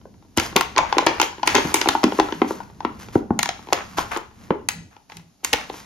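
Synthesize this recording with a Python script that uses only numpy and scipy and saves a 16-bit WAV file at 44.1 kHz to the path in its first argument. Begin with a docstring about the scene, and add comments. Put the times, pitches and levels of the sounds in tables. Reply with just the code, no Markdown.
"""Small room: large steel scissors cut a thin plastic cup held over a table, close to the microphone.
Each cut or buckle is a noise crack, modal wall ring and gliding base thump, dispersed into a falling chirp;
cuts add a bright noise tick. Between snaps, noise grained by random slips makes the blades' scrape strokes.
Filtered noise is the hands' rumble and still air; sine swells are hollow booms; diffuse echoes are the room."""
import sys
import numpy as np
from scipy import signal
from scipy.fft import rfft, irfft, next_fast_len
from scipy.io import wavfile
from scipy.ndimage import uniform_filter1d, minimum_filter1d

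SR = 44100
rng = np.random.default_rng(int(sys.argv[2]) if len(sys.argv) > 2 else 0)


def waveform_to_disk(signal):
    """Save audio, clipped to [-1, 1], as 16-bit WAV at the path in sys.argv[1]."""
    frames = np.transpose(np.atleast_2d(signal))
    scaled = np.clip(frames, -1, 1) * 32767
    samples = np.round(scaled).astype(np.int16)
    wavfile.write(sys.argv[1], SR, samples)


N = 257984
SNAP_S = 0.005  # event levels are rms over this span
THUMP_HZ = 374.6  # nominal thump pitch of cuts and crinkles


def from_db(db):
    """Amplitude gain."""
    return 10 ** (np.asarray(db) / 20)


def unit_energy(x):
    """Scale to energy 1, averaged over channels."""
    return x / np.sqrt(np.mean(np.sum(x ** 2, axis=-1)) + 1e-20)


def in_time(rows):
    """Each column of a curve at every sample."""
    t_s, *columns = np.transpose(rows)
    return [np.interp(np.arange(N) / SR, t_s, column) for column in columns]


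def at_hz(points, hz):
    """Spectrum read on a log-frequency axis."""
    point_hz, level = np.transpose(points)
    return np.interp(np.log(hz + 1), np.log(point_hz), level)


def colour(x, spectrum):
    """Causal minimum-phase filter: the folded cepstrum of the spectrum gives the phase."""
    size = 4096
    gain = from_db(at_hz(spectrum, np.fft.rfftfreq(size, 1 / SR)))
    cepstrum = irfft(np.log(gain))
    cepstrum[1:size // 2] *= 2
    cepstrum[size // 2 + 1:] = 0
    response = irfft(np.exp(rfft(cepstrum)))
    return signal.fftconvolve(x, response[None], axes=-1)[:, :x.shape[-1]]


def left_right(mid, side, alike):
    """Two channels of correlation alike from two independent noises."""
    alike = np.clip(alike, -1, 1)
    return np.sqrt((1 + alike) / 2) * mid + np.sqrt((1 - alike) / 2) * side * np.array([[1], [-1]])


def stereo_noise(size, alike):
    """White stereo noise of given correlation."""
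    mid, side = rng.standard_normal((2, size))
    return left_right(mid, side, alike)


def steady(x, spectrum):
    """Coloured, rms 1 over the whole scene."""
    return unit_energy(colour(x, spectrum)) * np.sqrt(N)


def pan(x, left_db):
    """Level difference, left over right."""
    return x * from_db(np.array([[left_db], [-left_db]]) / 2)


def add(track, t_s, sound):
    """Mix a short sound into the track at t_s."""
    at = max(round(t_s * SR), 0)
    track[:, at:at + sound.shape[-1]] += sound[..., :N - at]


def thump(t, hz, rise_cycles, ring_cycles, glide, settle_s):
    """Heavily damped swings; pitch sinks from (0.67 + glide) hz to 0.67 hz as the tension goes."""
    pitch_hz = hz * (0.67 + glide * np.exp(-t / settle_s))
    swing = np.sin(2 * np.pi * np.cumsum(pitch_hz) / SR)
    rise = (1 - np.exp(-t * hz / rise_cycles)) ** 2
    return unit_energy(swing * rise * from_db(-60 * t * hz / ring_cycles))


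# still-air noise colour: f/Hz, relative level/dB
AIR_SPECTRUM = [(15, -17), (25, -4.5), (309, -7), (560, -18.5), (714, -9), (1400, -29.5), (5880, -19.5),
                (7110, -21), (7920, -48), (9320, -26), (12500, -29), (16000, -67)]
AIR_RMS_DB = -61.5


def still_air():
    """Steady coloured noise under everything."""
    return from_db(AIR_RMS_DB) * steady(stereo_noise(N, alike=0.46), AIR_SPECTRUM)


# hand-rumble colour: f/Hz, relative level/dB
RUMBLE_SPECTRUM = [(20, -26.5), (45, -7.5), (75, -0.5), (110, -1.5), (145, -7), (205, -1), (400, -17),
                   (900, -29.5), (2000, -65)]
# firmness of handling: t/s, finger rumble level/dB, light blade rubbing level/dB
HOLD = [(0, -48, -69), (.1, -49, -73.5), (.33, -54, -69.5), (.45, -41, -54), (1.15, -45.5, -53),
        (1.35, -52, -57), (1.55, -36, -45), (2.15, -53, -44), (2.58, -42.5, -49), (2.72, -47, -61.5),
        (3.1, -42, -53), (3.25, -40, -73), (3.36, -47, -64), (3.55, -48, -55), (4.1, -46.5, -47),
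        (4.3, -56, -69), (4.44, -44, -51), (4.6, -48.5, -73), (4.829, -44.5, -84), (5.03, -73, -76),
        (5.179, -49.5, -71), (5.379, -70.5, -76), (5.5, -50, -49), (5.85, -51, -51)]


def rumble():
    """Fingers on the cup: dull noise following the hold."""
    rumble_db, _ = in_time(HOLD)
    return from_db(rumble_db) * steady(stereo_noise(N, alike=0.78), RUMBLE_SPECTRUM)


# hands jolt as the cup gives way: t/s, level/dB (rms over SNAP_S), nominal f/Hz
JOLTS = [(.375, -20.5, 227), (.381, -21, 89), (.561, -15.5, 195), (1.65, -22, 148), (1.886, -30, 100.3),
         (2.038, -26, 98.3), (3.158, -15, 127), (3.307, -21.5, 100), (4.508, -12, 196), (5.537, -30, 75)]


def jolts():
    """Hands released by the yielding cup: low damped thumps."""
    t = np.arange(SR // 5) / SR
    out = np.zeros((2, N))
    for t_s, level_db, hz in JOLTS:
        jolt = thump(t, hz, rise_cycles=0.13, ring_cycles=4.8, glide=0.93, settle_s=0.0064)
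        add(out, t_s, from_db(level_db) * np.sqrt(SNAP_S * SR) * pan(jolt, left_db=3.0))
    return out


# soft hollow booms while the grip changes: t/s, length/s, peak level/dB
BOOMS = [(2.31, 0.17, -37.5), (3.94, 0.091, -36), (4.715, 0.14, -35.5), (5.12, 0.13, -40),
         (5.23, 0.097, -50.5)]


def booms(hz):
    """Hollow resonance: a sine swelling and fading under a sin^2 window."""
    t = np.arange(SR // 5) / SR
    out = np.zeros((2, N))
    for t_s, length_s, peak_db in BOOMS:
        swell = np.sin(np.pi * np.minimum(t / length_s, 1)) ** 2
        add(out, t_s, from_db(peak_db) * swell * np.sin(2 * np.pi * (hz * t + rng.random())))
    return out


# echo decay: f/Hz, t60/s
ROOM_T60_S = [(100, 0.64), (300, 0.32), (1000, 0.35), (3000, 0.38), (7000, 0.43), (14000, 0.16)]
# echoes against direct sound: f/Hz, level/dB
ROOM_LEVEL_DB = [(100, 1.5), (300, -6.5), (900, -7), (2000, -6), (6000, -10.5), (9000, -16.5), (14000, -7)]
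# left-right likeness of echoes: f/Hz, correlation
ROOM_ALIKE = [(100, 1), (300, 0.93), (900, 0.19), (3000, 0.21), (6000, 1), (8500, 1), (14000, 0.7)]


def room(x, first_echo_s, build_s):
    """Diffuse echoes: noise swelling after the first reflection, dying band by band."""
    t = np.arange(SR * 3 // 4) / SR
    hz = np.fft.rfftfreq(len(t), 1 / SR)
    centres_hz = np.geomspace(80, 16000, 12)
    mid, side = rfft(rng.standard_normal((2, len(t))))
    white = left_right(mid, side, at_hz(ROOM_ALIKE, hz))
    swell = 1 - np.exp(-np.maximum(t - first_echo_s, 0) / build_s)
    response = 0
    for centre_hz, only in zip(centres_hz, np.eye(len(centres_hz))):
        band_gain = np.interp(np.log(hz + 1), np.log(centres_hz), only)
        band = irfft(white * band_gain, len(t))
        decay = unit_energy(swell * from_db(-60 * t / at_hz(ROOM_T60_S, centre_hz)))
        response = response + band * decay * from_db(at_hz(ROOM_LEVEL_DB, centre_hz))
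    return signal.fftconvolve(x, response, axes=-1)[:, :N]


def moving_echoes(x, count=6):
    """Cup turned and shifted: its echo pattern crossfades slowly through count responses."""
    place = np.linspace(0, count - 1, N)
    out = 0
    for k in range(count):
        share = np.sqrt(np.maximum(1 - np.abs(place - k), 0))
        out = out + room(x * share, first_echo_s=0.0017, build_s=0.0005)
    return out


# blade strokes along the plastic: t/s, length/s, scrape level/dB, edge hiss level/dB
STROKES = [(0.362, 0.1, -35, -35), (0.815, 0.057, -35, -71), (0.89, 0.35, -36.5, -51.5),
           (1.222, 0.026, -38, -34.5), (1.453, 0.25, -32, -37.5), (1.56, 0.045, -26.5, -42),
           (1.748, 0.11, -35, -41), (1.878, 0.054, -41, -38.5), (2.125, 0.057, -47, -43.5),
           (2.23, 0.086, -40, -53), (2.47, 0.052, -54, -40.5), (2.988, 0.045, -45, -45.5),
           (3.122, 0.042, -44, -45.5), (3.766, 0.046, -34, -57.5), (3.967, 0.035, -28, -32),
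           (4.108, 0.041, -27.5, -40.5), (4.903, 0.045, -57.5, -67), (5.09, .08, -56, -55),
           (5.436, .03, -53, -37.5), (5.543, 0.074, -38, -48), (5.721, 0.078, -49, -45.5)]
STROKE_ATTACK_S, STROKE_RELEASE_DB_PER_S = 0.01, 304.5
RUB_HISS_DB = -2.5  # edge hiss re light rubbing


def sliding():
    """Scrape and hiss gains: strokes rise, hold and die away, power-summed with light rubbing."""
    t = np.arange(N) / SR
    _, rub_db = in_time(HOLD)
    power = from_db([rub_db, rub_db + RUB_HISS_DB]) ** 2
    for start_s, length_s, scrape_db, hiss_db in STROKES:
        attack = np.clip((t - start_s) / STROKE_ATTACK_S, 0, 1)
        release = from_db(-STROKE_RELEASE_DB_PER_S * np.clip(t - start_s - length_s, 0, 1))
        power = power + (from_db([[scrape_db], [hiss_db]]) * attack * release) ** 2
    return np.sqrt(power)


# scrape colour: f/Hz, relative level/dB
SCRAPE_SPECTRUM = [(300, -3.5), (650, 3.5), (1000, 8), (1600, 4), (2600, -2.5), (4500, -17.5), (7000, -40),
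                   (14000, -49)]
# edge-hiss colour: f/Hz, relative level/dB
HISS_SPECTRUM = [(900, 5), (2500, 5), (4000, 5.5), (6500, 7.5), (8500, -1), (12500, -3), (16000, -21.5)]


def blades(grip_s, crumb_db):
    """Stick-slip edges: dense uneven ticks and a few larger crumbs over fine hiss."""
    scrape_gain, hiss_gain = sliding()
    slips_per_s, crumbs_per_s, spread_db, smooth_share = 1100, 70, 3.5, 0.7
    sizes = from_db(spread_db * np.minimum(rng.exponential(1, N), 3))
    chance_per_sample = np.array([[slips_per_s], [crumbs_per_s]]) / SR
    slips, crumbs = (rng.random((2, N)) < chance_per_sample) * sizes
    energy = slips ** 2 + (from_db(crumb_db) * crumbs) ** 2
    # each slip's energy decays over grip_s
    grip = np.sqrt(signal.lfilter([1], [1, -np.exp(-1 / (grip_s * SR))], energy + 1e-18))
    grain = grip / grip.std() + smooth_share
    scrape = scrape_gain * steady(stereo_noise(N, alike=0.21) * grain, SCRAPE_SPECTRUM)
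    hiss = hiss_gain * steady(stereo_noise(N, alike=1.0) * (grain + 1), HISS_SPECTRUM)
    return pan(scrape, left_db=1.5) + hiss


def burst(t, rise_s, t60_s, spike, alike):
    """Fracture: one sharp release, then fast-dying reflections inside the plastic."""
    envelope = (1 - np.exp(-t / rise_s)) * from_db(-60 * t / t60_s)
    x = unit_energy(stereo_noise(len(t), alike) * envelope)
    x[:, 0] += spike
    return x


def tearing(t, follow_db, wait_s, count=5):
    """Crack runs on in a few jumps at uneven gaps, tending smaller."""
    starts_s = np.cumsum(rng.exponential(1, (count, 1)) + 0.3, axis=0) * wait_s
    sizes = from_db(1.2 * rng.standard_normal((count, 1)) - 2 * np.arange(count)[:, None])
    jumps = (sizes * (t >= starts_s) * np.exp(-np.abs(t - starts_s) / 0.0015)).sum(0)
    return from_db(follow_db) * unit_energy(stereo_noise(len(t), alike=1.0) * jumps)


# cup-wall modes: f/wall pitch, relative level/dB, t60/s
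WALL_MODES = [(.78, -12.5, 0.028), (0.908, 1.5, 0.032), (1.01, 2, 0.029), (1.11, -3.5, 0.038),
              (1.28, -6.5, 0.0064), (1.502, -12, 0.052)]


def wall_ring(t, hz, scatter_db, detune, port_phase):
    """Wall modes, struck differently and slightly retuned as the cup is bent."""
    ratio, level_db, t60_s = np.transpose(WALL_MODES)[:, :, None]
    tune, strike, port, start = rng.standard_normal((4, len(WALL_MODES), 1))
    phase = 2 * np.pi * hz * ratio * (1 + detune * tune) * t + 1.71 * start
    decay = from_db(level_db + scatter_db * strike - 60 * t / t60_s)
    size = decay * (1 - np.exp(-t / 0.00026))
    ports = [(size * np.sin(phase + side * port_phase * port)).sum(0) for side in (1, -1)]
    return unit_energy(np.array(ports))


# crack colour: f/Hz, relative level/dB
CRACK_SPECTRUM = [(700, -45.5), (1300, 1), (2100, 5), (3200, 1.5), (4500, -2), (6500, -2), (8000, -18),
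                  (12000, -36.5)]
WALL_HZ = 932.6


def dull(x, top_hz):
    """Third-order low-pass."""
    return signal.sosfilt(signal.butter(3, min(top_hz, SR / 2.2), fs=SR, output="sos"), x)


def snap(t, crack_db, wall_db, thump_db, thump_hz, top_hz):
    """Plastic gives way: base thump, wall ring and a crack that tears on."""
    base = thump(t, thump_hz, rise_cycles=0.47, ring_cycles=5.8, glide=0.92, settle_s=0.003)
    wall_hz = WALL_HZ * (1 + rng.uniform(-0.05883, 0.053))  # bending shifts the pitch
    wall = wall_ring(t, wall_hz, scatter_db=3.0, detune=0.035, port_phase=0.29)
    split = burst(t, rise_s=0.00038, t60_s=0.016, spike=0.15, alike=0.34)
    split = split + tearing(t, follow_db=-13.5, wait_s=0.0052)
    crack = unit_energy(colour(dull(split, top_hz), CRACK_SPECTRUM))
    out = pan(from_db(thump_db) * base, left_db=0.5)
    out = out + pan(from_db(wall_db) * wall, left_db=3.5)
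    return out + pan(from_db(crack_db) * crack, left_db=1.5)


# tiny buckles re light rubbing: crack level/dB, wall level/dB, thump level/dB
CRINKLE_DB = (8.5, 17, 14)
CRINKLES_PER_S, CRINKLE_SPREAD_DB = 7, 4


def crinkles():
    """Tiny buckles at random moments, levels following the light rubbing; rows as in BUCKLES."""
    hold_s, _, rub_db = np.transpose(HOLD)
    chance = rng.uniform(-1, 1, (64, 4))
    times_s = np.cumsum(1 + chance[:, 0]) / CRINKLES_PER_S
    levels_db = np.interp(times_s, hold_s, rub_db)[:, None] + CRINKLE_DB
    levels_db = levels_db + CRINKLE_SPREAD_DB * chance[:, 1:]
    return [(t_s, *db, THUMP_HZ) for t_s, db in zip(times_s, levels_db) if t_s < N / SR]


# duller pops of the buckling cup: t/s, crack, wall, thump level/dB (rms over SNAP_S), nominal thump f/Hz
BUCKLES = [(.054, -62, -48.5, -37, 454), (.382, -15.5, -20.5, -20, 328), (.558, -30, -20.5, -13.5, 391),
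           (.568, -24.5, -13, -17.5, 360), (0.762, -23, -27, -29, 396), (.772, -27.5, -12, -23.5, 402),
           (.7874, -19, -5.5, -19, 540), (0.9255, -20.5, -13, -27, 440), (.968, -28.5, -25.5, -14, 380),
           (.989, -30, -12.5, -19, 440), (1.024, -40, -25, -23.5, 483), (1.068, -8, -7, -11, 424),
           (1.228, -19.5, -30.5, -21, 420), (1.4304, -24, -14, -33.5, 332), (1.546, -23, -16.5, -23, 357),
           (1.558, -37, -11, -14.5, 342), (1.582, -28.5, -17, -17, 436), (1.651, -31.5, -29.5, -19, 290),
           (1.858, -31.5, -15.5, -21.5, 360), (1.873, -24, -25.5, -16.5, 360),
           (1.9507, -30, -10.5, -23, 340), (2.032, -25.5, -21, -23.5, 506), (2.0393, -24, -17.5, -4.5, 317),
           (2.1207, -30.5, -23, -21, 423), (2.188, -29, -15, -11.5, 370), (2.323, -26.5, -25, -20.5, 336),
           (2.417, -21, -13, -8.5, 328), (2.507, -40, -23, -18, 384), (2.603, -50, -27, -53, 424),
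           (2.8042, -40, -25, -55, 407), (2.8485, -27, -16, -17, 318), (3.1546, -36, -16, -6.5, 333),
           (3.3051, -67, -17.5, -9.5, 261), (3.725, -22, -12.5, -19, 442), (3.9834, -21, -13.5, -27, 337),
           (4.163, -29, -25, -25, 350), (4.505, -26.5, -15.5, -8, 368), (4.9645, -50, -43, -51, 388),
           (5.098, -42.5, -40, -60, 470), (5.1194, -38.5, -41, -49, 313), (5.539, -34, -20, -22.5, 467),
           (5.6978, -34, -27.5, -27, 400)]
BUCKLE_TOP_HZ = 6000
BUCKLE_DULLING = 0.45  # top edge sinks by this share of the dB the crack lies under its thump


def buckles(t):
    """Cup wall pops over without splitting: duller the weaker its crack against its thump."""
    out = np.zeros((2, N))
    for t_s, crack_db, wall_db, thump_db, thump_hz in [*BUCKLES, *crinkles()]:
        top_hz = BUCKLE_TOP_HZ * from_db(-BUCKLE_DULLING * max(thump_db - crack_db, 0))
        add(out, t_s, snap(t, crack_db, wall_db, thump_db, thump_hz, top_hz))
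    return out


# blade-edge tick colour: f/Hz, relative level/dB
TICK_SPECTRUM = [(4000, -38.5), (6500, 9.5), (8000, 6.5), (11000, -1), (14500, -8.5), (16000, -4.5)]
# blades split the plastic: t/s, crack, wall, thump, edge tick level/dB (rms over SNAP_S)
CUTS = [(0.374, -18, -19.5, -15.5, -18.5), (0.3976, -17.5, -20.5, -35, -25.5),
        (0.5628, -9, -13.5, -18.5, -13.5), (0.6091, -16.5, -15, -29.5, -23),
        (.7792, -12.5, -33.5, -23.5, -28), (0.9821, -13, -12, -20.5, -30.5), (1.0645, -20, -17, -15, -24),
        (1.1988, -11.5, -9.5, -19.5, -29), (1.2145, -13.5, -14, -33, -18), (1.4742, -7.5, -12, -20, -16),
        (1.551, -3.5, -19.5, -9, -17), (1.7419, -9, -10.5, -14.5, -7), (1.8135, -14.5, -22, -24.5, -32),
        (1.8872, -10.5, -12, -18, -18.5), (2.0386, -15.5, -15.5, -23.5, -30),
        (2.198, -16, -8.5, -13, -33.5), (3.3904, -16.5, -19.5, -52, -17.5), (3.4295, -16.5, -23, -41, -19),
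        (3.457, -23, -24.5, -40, -37.5), (3.4896, -19.5, -20, -50.5, -36), (3.73, -13.5, -21, -23, -18.5),
        (4.1719, -34, -24.5, -27, -32.5), (4.687, -16.5, -26, -51.5, -16.5),
        (5.169, -37.5, -51, -54.5, -40.5), (5.4466, -19, -28, -35.5, -15.5), (5.53, -13, -30, -24.5, -21),
        (5.534, -13, -21, -25, -22)]
CUT_TOP_HZ = 9200


def cuts(t):
    """Blades split the plastic: a bright snap plus a tick of the edges."""
    out = np.zeros((2, N))
    for t_s, crack_db, wall_db, thump_db, tick_db in CUTS:
        edge = burst(t, rise_s=0.00009, t60_s=0.011, spike=0.34, alike=1.0)
        tick = from_db(tick_db) * unit_energy(colour(edge, TICK_SPECTRUM))
        add(out, t_s, snap(t, crack_db, wall_db, thump_db, THUMP_HZ, CUT_TOP_HZ) + tick)
    return out


def disperse(x, delay_s):
    """Bending waves travel as root f, so lows lag: delay = delay_s (sqrt(1000 / f) - 1/4)."""
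    size = next_fast_len(N + SR // 10)
    hz = np.fft.rfftfreq(size, 1 / SR)
    phase = 4 * np.pi * delay_s * (np.sqrt(1000 * hz) - hz / 8)
    return irfft(rfft(x, size) * np.exp(-1j * phase), size)[:, :N]


def snaps():
    """Cuts, buckles and crinkles, dispersed into falling chirps by the plastic."""
    t = np.arange(SR // 16) / SR
    return disperse(cuts(t) + buckles(t), delay_s=0.0009) * np.sqrt(SNAP_S * SR)


def scene():
    """Cup and blades sound in the room, over hands and still air."""
    background = still_air() + rumble() + jolts() + booms(hz=165.8)
    cutting = blades(grip_s=0.0005, crumb_db=8.5) + snaps()
    return cutting + moving_echoes(cutting) + background


def port_delay(x, hz, width_hz):
    """All-pass: a microphone port turns the phase once round about its resonance."""
    r = np.exp(-np.pi * width_hz / SR)
    a = [1, -2 * r * np.cos(2 * np.pi * hz / SR), r * r]
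    return signal.lfilter(a[::-1], a, x)


def limiter(x, ceiling_db, release_db_per_s):
    """Looks 1 ms ahead, ducks peaks and recovers at a fixed dB rate."""
    over_db = np.maximum(20 * np.log10(np.abs(x).max(0) + 1e-9) - ceiling_db, 0)
    ramp_db = release_db_per_s * np.arange(N) / SR
    held_db = np.maximum.accumulate(over_db + ramp_db) - ramp_db
    return x * from_db(uniform_filter1d(minimum_filter1d(-held_db, size=45), size=45))


LOW_CUT_HZ, STOP_HZ = 30, 16700  # microphone bass roll-off; treble stop band


def record(dry):
    """Ports differ in treble phase; peaks are limited and clipped, bass and top treble cut."""
    right = port_delay(dry[1], hz=8670, width_hz=3030)
    right = port_delay(right, hz=15500, width_hz=3700)
    limited = limiter(np.array([dry[0], right]), ceiling_db=1.5, release_db_per_s=1002.0)
    clipped = np.clip(limited, -1, 1)
    no_bass = signal.sosfilt(signal.butter(2, LOW_CUT_HZ, "high", fs=SR, output="sos"), clipped)
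    return signal.sosfilt(signal.cheby2(16, 70, STOP_HZ, fs=SR, output="sos"), no_bass)


dry = scene()
out = record(dry)
waveform_to_disk(out)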